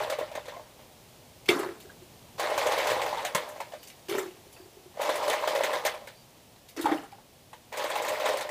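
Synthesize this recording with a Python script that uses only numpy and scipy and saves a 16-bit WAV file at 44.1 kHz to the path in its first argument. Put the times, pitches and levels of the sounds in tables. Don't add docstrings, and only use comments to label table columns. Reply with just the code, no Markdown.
import sys
import numpy as np
from scipy import signal
from scipy.fft import rfft, irfft
from scipy.io import wavfile

SR = 44100
rng = np.random.default_rng(int(sys.argv[2]) if len(sys.argv) > 2 else 0)


def generate_wav(sig):
    pcm = np.round(np.clip(np.atleast_2d(sig).T, -1, 1) * 32767).astype(np.int16)
    wavfile.write(sys.argv[1], SR, pcm)


N = 374850
TIME_S = np.arange(N) / SR

# pitch_hz, density_db_per_hz
GARDEN_SPECTRUM = [(15, -40), (25, -9), (122, 4), (183, -1.5), (240, -2.5), (282, -3), (686, -2.5),
                   (898, -6), (1420, -14.5), (3100, -11.5), (13600, -19.5), (15600, -12.5)]
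# time_s, traffic_rumble_db, background_hiss_db
AIR_LEVELS = [
    [(0, -58, -55), (.7, -63, -54), (2.3, -59.5, -53), (3, -57.5, -52), (3.5, -67, -52.5),
     (5, -63.5, -54.5), (6.1, -64.5, -54.5), (7, -64.5, -57), (8.5, -65, -53.5)],
]
# pitch_hz, level_db, t60_s
DRONE_MODES = [(114, -15, 0.27), (239, -9.5, 0.37)]
# start_s, end_s, level_db
CRICKET_CHIRPS = [(3.79, 3.882, -63), (4.537, 4.654, -65.5), (6.15, 6.234, -65)]
# start_s, pour_s, splash_db, slosh_db
HANDFUL_POURS = [(1.481, .12, -47, -38), (4.082, 0.1, -46.5, -48), (6.762, 0.2, -53, -46.5)]
# start_s, level_db
CUBE_PLUNKS = [(1.49, -12.5), (1.51, -18.5), (1.533, -29.5), (1.591, -20.5), (1.63, -25), (1.66, -27),
               (1.688, -25.5), (1.718, -46), (1.849, -39.5), (2.017, -41), (4.091, -26), (4.109, -23),
               (4.124, -21.5), (4.149, -19), (4.18, -21), (4.201, -26), (4.232, -30), (4.257, -27.5),
               (4.307, -40.5), (4.369, -47), (4.465, -44), (4.598, -38.5), (4.655, -42), (4.767, -41),
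               (4.857, -40.5), (6.773, -30), (6.791, -22.5), (6.841, -22), (6.883, -29), (6.914, -16),
               (6.943, -29), (6.983, -34), (7.029, -41)]
# time_s, pitch_hz
BUCKET_AIR_PITCH = [(1.5, 368), (4.1, 381.4), (4.9, 364), (6.77, 312), (6.92, 306), (7.03, 285)]
# start_s, level_db, pitch_hz
BUCKET_NOTES = [(1.57, -24.5, 1050), (1.59, -28, 1250), (1.63, -22.5, 1095), (1.895, -32.5, 1610),
                (4.141, -27.5, 590), (4.183, -20.5, 1870), (4.209, -30, 1300), (4.565, -33, 2600),
                (6.56, -37, 4000), (6.856, -7.5, 855), (6.86, -22, 1350), (6.889, -17.5, 797),
                (6.9, -31, 1120), (6.925, -36, 1240), (6.919, -19, 776), (6.969, -31, 810),
                (6.975, -48, 1260), (7.031, -32.5, 800), (7.124, -35, 804), (7.183, -40, 853)]
# pitch_hz, density_db_per_hz
SPLASH_SPECTRUM = [(710, -30), (1200, -48), (1690, -24.5), (2190, -1.5), (2440, -1.5), (3510, -4.5),
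                   (5510, -8), (12600, -13.5), (15600, -9)]
# start_s, clack_db, fine_crackle_db
BUCKET_TICKS = [(1.4577, -48, -51), (1.486, -27, -35.5), (1.5908, -59, -49), (1.801, -50.5, -49.5),
                (3.829, -52, -46), (3.8727, -50.5, -47.5), (3.9, -52, -64), (4.095, -43, -46),
                (4.1814, -68, -42.5), (4.5264, -61, -52), (6.685, -49.5, -52), (6.764, -47, -51),
                (6.8114, -45, -41), (6.8553, -48, -50), (6.9196, -57, -74), (7.0344, -67, -63),
                (7.118, -59, -64), (7.3297, -73, -63)]
# pitch_hz, level_db, t60_s
WALL_MODES = [(2100, -6, 0.15), (2277, 2, 0.051), (2750, -11, 0.087), (3200, 1, 0.028), (3500, -6, 0.084)]
# start_s, level_db
WALL_BLOWS = [(1.4895, -17), (4.1, -39), (4.125, -37), (4.14, -41), (4.195, -40), (6.857, -40), (6.89, -42),
              (6.922, -37)]
# start_s, level_db, pitch_hz
HEAVY_THUMPS = [(1.491, -33, 130), (3.348, -28.5, 186), (4.119, -45, 158), (6.841, -41, 105)]
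# time_s, hollow_box_db
SCOOPS = [
    [(0.0, -30.5), (0.1, -42.5), (0.3, -48.5), (0.37, -49.5), (0.9, -68)],
    [(2.38, -40), (2.41, -32), (2.5, -32), (2.86, -28.5), (3.29, -39), (3.34, -47), (3.36, -36.5),
     (3.76, -61.5), (3.8, -65)],
    [(4.91, -66), (4.985, -47), (5.01, -30.5), (5.4, -34.5), (5.77, -33.5), (5.83, -43), (5.86, -34),
     (6.05, -56), (6.15, -65)],
    [(7.72, -46), (7.8, -33.5), (8.24, -34.5), (8.28, -29), (8.5, -45)],
]
# start_s, box_note_db, clink_db, box_note_hz
COOLER_KNOCKS = [(0.0982, -26.5, -37.5, 605), (0.122, -26.5, -45, 607), (0.186, -26.5, -44.5, 563),
                 (0.2096, -25.5, -58, 618), (0.315, -41, -54, 584), (0.3514, -34, -41.5, 619),
                 (0.3754, -28.5, -84, 593), (0.455, -45, -52.5, 603), (0.4806, -37.5, -48, 502),
                 (0.522, -40, -66, 980), (0.5366, -40, -59, 1050), (0.565, -40, -64, 690),
                 (0.595, -43, -62, 886), (0.7916, -45.5, -60, 600), (2.3954, -29.5, -37, 600),
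                 (2.4294, -28.5, -50, 633), (2.577, -22.5, -33.5, 567), (2.6675, -27, -36.5, 582),
                 (2.7197, -27, -38, 600), (2.7792, -50, -42, 477), (2.8694, -26, -37, 587),
                 (2.8994, -27, -39, 590), (3.0144, -25.5, -44, 616), (3.062, -30.5, -46, 784),
                 (3.1273, -31, -54, 796), (3.1713, -27, -48, 906), (3.248, -26, -34, 730),
                 (3.348, -23, -28, 1042), (3.56, -41, -55, 600), (3.6026, -29, -43, 880),
                 (3.7209, -41, -51.5, 698), (3.735, -34, -56, 607), (4.9714, -40, -60, 670),
                 (4.9953, -27, -66, 540), (5.015, -51, -51, 600), (5.0907, -23, -40.5, 540),
                 (5.155, -33, -51, 600), (5.2284, -33, -47, 1050), (5.278, -27.5, -38.5, 576),
                 (5.2976, -25.5, -36, 457), (5.33, -32, -39, 640), (5.4344, -26, -52, 600),
                 (5.474, -24.5, -35.5, 636), (5.5495, -24.5, -39.5, 559), (5.6067, -22, -45, 580),
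                 (5.634, -22.5, -32.5, 602), (5.7313, -25.5, -40.5, 550), (5.8498, -25.5, -32, 611),
                 (5.86, -27.5, -36, 794), (5.94, -38, -53, 628), (6.0174, -46.5, -76, 563),
                 (6.0716, -42, -45.5, 520), (7.5302, -40, -51, 872), (7.7244, -37, -45.5, 895),
                 (7.7712, -54, -45, 845), (7.7947, -31, -51, 584), (7.8386, -46, -41, 1050),
                 (7.8999, -37, -43, 550), (7.9544, -26, -40, 843), (8.048, -48, -43, 697),
                 (8.0827, -39, -46, 577), (8.1289, -39, -53, 630), (8.1983, -49, -42, 527),
                 (8.2582, -28, -39, 595), (8.2842, -29, -44.5, 604), (8.3403, -29.5, -56, 542),
                 (8.3694, -41, -45.5, 596), (8.408, -33, -40, 827), (8.4894, -32.5, -43.5, 610)]
# pitch_hz, relative_db, t60_s
COOLER_MODES = [(412, -40, 0.15), (492.6, -1, 0.2), (541.5, 1.5, 0.039), (600, 6, 0.069), (679, -10, 0.27),
                (767, 0.5, 0.02), (848.5, 2.5, 0.042), (957, 0, 0.021), (1050, 3.5, 0.017),
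                (1194, -13.5, 0.32)]
# pitch_hz, density_db_per_hz
CLINK_SPECTRUM = [(710, -30), (1200, -6), (1360, -9), (1820, -2), (2740, -8), (3360, -8), (5870, -17),
                  (9720, -23.5), (14800, -28.5), (15600, -10)]
# start_s, level_db
EXTRA_CRACKLE = [(3.488, -47), (5.015, -41), (5.155, -44), (7.772, -52), (7.9, -52), (8.02, -45),
                 (8.083, -44), (8.37, -46), (8.395, -57)]

CUTOFF_HZ = 15720
YARD_T60_S, YARD_DB = 0.12, -16
RUMBLE_TOP_HZ = 190
CRICKET_HZ, CRICKET_PULSE_HZ = 4670, 44.3
RISE_S = 0.00057
CRACKLE_HZ = 6000
POUR_RISE_S, SETTLE_DB_PER_S = 0.0028, 128
BUCKET_LOW_HZ, COOLER_LOW_HZ = 175, 343
AIR_SCATTER, PLUNK_T60_S, THUMP_T60_S = 0.032, 0.13, 0.083
PLUNK_SLOSH_DB, PLUNK_SPLASH_DB, WET_T60_S = -18, -33.5, 0.049
BUCKET_TICK_T60_S = 0.14
NOTE_CYCLES = 58.5
NOTE_SLOSH_DB, NOTE_SLOSH_T60_S = -23.5, 0.18
POUR_AIR_DB = 0.5
GRIND_DB = -8.5
BOX_NOTE_T60_S, RATTLE_T60_S, CLINK_T60_S, FINE_T60_S = 0.12, 0.049, 0.16, 0.1
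RATTLE_DB, FINE_DB = -4, -5.5
FINE_SLOPE = 0.27


def from_db(db):
    return 10 ** (np.asarray(db) / 20)


def decay_per_sample(t60_s):
    return from_db(-60 / (t60_s * SR))


def at_hz(spectrum, hz):
    points_hz, points_db = np.transpose(spectrum)
    return np.interp(np.log(hz), np.log(points_hz), points_db)


def level(tables, column):
    gain = np.zeros(N)
    for rows in tables:
        rows = np.array(rows)
        gain += from_db(np.interp(TIME_S, rows[:, 0], rows[:, column], -200, -200))
    return gain


def dying(starts_s, levels_db, t60_s):
    kicks = np.zeros(N)
    np.add.at(kicks, np.round(np.asarray(starts_s) * SR).astype(int), from_db(levels_db))
    decay = signal.lfilter([1], [1, -decay_per_sample(t60_s)], kicks + 1e-18)
    keep = np.exp(-1 / (RISE_S * SR))
    return signal.lfilter([1 - keep], [1, -keep], decay)


def contacts(per_s, spread_db):
    sizes = from_db(spread_db * np.minimum(rng.exponential(1, N), 4))
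    signs = rng.choice([-1, 1], N)
    clicks = sizes * signs * (rng.random(N) < per_s / SR)
    return clicks / clicks.std()


def ring(clicks, hz, t60_s):
    r, w = decay_per_sample(t60_s), 2 * np.pi * hz / SR
    return signal.lfilter([0, np.sin(w)], [1, -2 * r * np.cos(w), r * r], clicks + 1e-18)


def struck(gain, modes, per_s, spread_db, clump_db):
    clumps = np.interp(TIME_S, .018 * np.arange(500), rng.standard_normal(500))
    clicks = contacts(per_s, spread_db) * from_db(clump_db * clumps)
    clicks /= clicks.std()
    total = np.sqrt(sum(from_db(db) ** 2 for _, db, _ in modes))
    out = np.zeros(N)
    for k, (hz, db, t60_s) in enumerate(modes):
        if k % 2 == 0:
            blows = gain * np.roll(clicks, rng.integers(N))
        even = np.sqrt(4 * 3 * np.log(10) / (t60_s * SR))
        out += from_db(db) * even / total * ring(blows, hz, t60_s)
    return out


def small_modes(spectrum, cycles, count):
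    pitches_hz = np.geomspace(1250, 15500, count) * rng.uniform(.98, 1.02, count)
    return [(hz, at_hz(spectrum, hz) + 10 * np.log10(hz), cycles / hz) for hz in pitches_hz]


def shards(grind, clink, crackle, modes, per_s, clump_db):
    low = [m for m in modes if m[0] < CRACKLE_HZ]
    high = [m for m in modes if m[0] >= CRACKLE_HZ]
    high_power, power = [sum(from_db(m[1]) ** 2 for m in group) for group in (high, modes)]
    share = np.sqrt(high_power / power)
    clinks = struck(grind + clink, low, per_s, spread_db=-0.5, clump_db=clump_db)
    fine = struck(share * grind + crackle, high, 2.3 * per_s, spread_db=0.0, clump_db=clump_db)
    return clinks + fine


def tones(starts_s, levels_db, pitches_hz, t60_s, soft_s, beat):
    out, t = np.zeros(N + SR), TIME_S[:SR // 3]
    count = len(starts_s)
    t60s_s, sides = np.broadcast_to(t60_s, count), rng.uniform(-0.97, 1, count)
    for start_s, db, hz, ring_s, side in zip(starts_s, levels_db, pitches_hz, t60s_s, sides):
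        neighbour_hz = hz * (1 + beat * (side + np.sign(side)))
        pair = np.sin(2 * np.pi * hz * t) + 0.52 * np.sin(2 * np.pi * neighbour_hz * t)
        envelope = from_db(db - 60 * t / max(ring_s, .01)) * (1 - np.exp(-t / soft_s))
        i = round(start_s * SR)
        out[i:i + len(t)] += envelope * pair
    return out[:N]


def above(x, hz):
    return signal.sosfilt(signal.butter(4, hz, "high", fs=SR, output="sos"), x)


def garden():
    hz = np.maximum(np.fft.rfftfreq(N, 1 / SR), 1)
    colour = rfft(rng.standard_normal(N)) * from_db(at_hz(GARDEN_SPECTRUM, hz))
    low = 1 / (1 + (hz / RUMBLE_TOP_HZ) ** 4)
    rumble, hiss = irfft(colour * low, N), irfft(colour * (1 - low), N)
    rumble /= rumble.std()
    hiss /= hiss.std()
    white = rng.standard_normal(N)
    for drone_hz, db, t60_s in DRONE_MODES:
        hum = ring(white, drone_hz, t60_s)
        rumble += from_db(db) * hum / hum.std()
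    return level(AIR_LEVELS, column=1) * rumble + level(AIR_LEVELS, column=2) * hiss


def yard(x):
    t = TIME_S[:SR // 2]
    echoes = rng.standard_normal(len(t)) * from_db(-60 * t / YARD_T60_S) * (t > .006)
    echoes = signal.lfilter([1], [1, -.3], echoes)
    return signal.fftconvolve(x, echoes / np.sqrt(np.sum(echoes ** 2)))[:N]


def cricket():
    on = sum(from_db(db) * ((TIME_S > a) & (TIME_S < b)) for a, b, db in CRICKET_CHIRPS)
    rasp = ring(rng.standard_normal(N), CRICKET_HZ, 0.027)
    throb = 0.69 + np.sin(np.pi * CRICKET_PULSE_HZ * TIME_S) ** 2
    return on * throb * rasp / rasp.std()


def thumps():
    return tones(*np.transpose(HEAVY_THUMPS), THUMP_T60_S, soft_s=0.004, beat=0.11)


def pouring(column):
    gain = np.zeros(N)
    for handful in HANDFUL_POURS:
        since_s = TIME_S - handful[0]
        calming_s = np.maximum(since_s - handful[1], 0)
        rise = np.clip(since_s / POUR_RISE_S, 0, 1)
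        gain += rise * from_db(handful[column] - SETTLE_DB_PER_S * calming_s)
    return gain


def splash(thrown):
    s, clack_db, fine_db = np.transpose(BUCKET_TICKS)
    clack, crackle = dying(s, clack_db, BUCKET_TICK_T60_S), dying(s, fine_db, BUCKET_TICK_T60_S)
    wash = pouring(column=2) + from_db(PLUNK_SPLASH_DB) * thrown
    modes = small_modes(SPLASH_SPECTRUM, cycles=50, count=32)
    return shards(wash, clack, crackle, modes, per_s=800, clump_db=4.0)


def slosh(thrown):
    s, db, _ = np.transpose(BUCKET_NOTES)
    with_notes = dying(s, db + NOTE_SLOSH_DB, NOTE_SLOSH_T60_S)
    gain = pouring(column=3) + from_db(PLUNK_SLOSH_DB) * thrown + with_notes
    lumps = [(hz, 0, 22 / hz) for hz in np.geomspace(450, 1900, 14)]
    return struck(gain, lumps, per_s=530, spread_db=0.5, clump_db=2.5)


def plunks():
    s, db = np.transpose(CUBE_PLUNKS)
    scatter = 1 + AIR_SCATTER * rng.uniform(-0.91, 1, len(s))
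    air_hz = np.interp(s, *np.transpose(BUCKET_AIR_PITCH)) * scatter
    hollow = [(hz, 0, .09) for hz in (291, 349.5, 377, 425)]
    shaken = from_db(POUR_AIR_DB) * pouring(column=3)
    rumble = struck(shaken, hollow, per_s=150, spread_db=4.0, clump_db=2.0)
    return rumble + tones(s, db, air_hz, PLUNK_T60_S, soft_s=0.0067, beat=0.044)


def bucket_notes():
    s, db, hz = np.transpose(BUCKET_NOTES)
    return tones(s, db, hz, NOTE_CYCLES / hz, soft_s=0.0057, beat=0.039)


def bucket_wall():
    blows = np.zeros(N)
    for s, db in WALL_BLOWS:
        blows[round(s * SR)] += from_db(db)
    return sum(from_db(db) * ring(blows, hz, t60_s) for hz, db, t60_s in WALL_MODES)


def bucket():
    thrown = dying(*np.transpose(CUBE_PLUNKS), WET_T60_S)
    water = plunks() + splash(thrown) + slosh(thrown)
    return above(water + bucket_notes() + bucket_wall(), BUCKET_LOW_HZ)


def jolts(per_s, size, t60_s):
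    kicks = rng.random(N) * (rng.random(N) < per_s / SR)
    lift = 1 + size * signal.lfilter([1], [1, -decay_per_sample(t60_s)], kicks)
    return lift / np.sqrt(np.mean(lift ** 2))


def cooler():
    shifts, effort = jolts(per_s=140, size=.45, t60_s=0.028), level(SCOOPS, column=1)
    s, note_db, clink_db, note_hz = np.transpose(COOLER_KNOCKS)
    hollow = np.sqrt(shifts) * effort + dying(s, note_db + RATTLE_DB, RATTLE_T60_S)
    box = struck(hollow, COOLER_MODES, per_s=270, spread_db=2.5, clump_db=0.5)
    notes = tones(s, note_db, note_hz, BOX_NOTE_T60_S, soft_s=0.00061, beat=0.0525)
    clink = dying(s, clink_db, CLINK_T60_S)
    fine_db = clink_db + FINE_DB + FINE_SLOPE * (clink_db - clink_db.mean())
    crackle = dying(s, fine_db, FINE_T60_S) + dying(*np.transpose(EXTRA_CRACKLE), FINE_T60_S)
    grind = from_db(GRIND_DB) * shifts * effort
    modes = small_modes(CLINK_SPECTRUM, cycles=34.0, count=40)
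    clinks = shards(grind, clink, crackle, modes, per_s=490, clump_db=3.0)
    return above(box + notes + clinks, COOLER_LOW_HZ)


def scene():
    near = thumps() + bucket() + cooler()
    return (garden() + cricket() + from_db(YARD_DB) * yard(near) + near)[None]


def record(dry):
    return signal.sosfilt(signal.cheby2(20, 80, CUTOFF_HZ, fs=SR, output="sos"), dry)


dry = scene()
out = record(dry)
generate_wav(out)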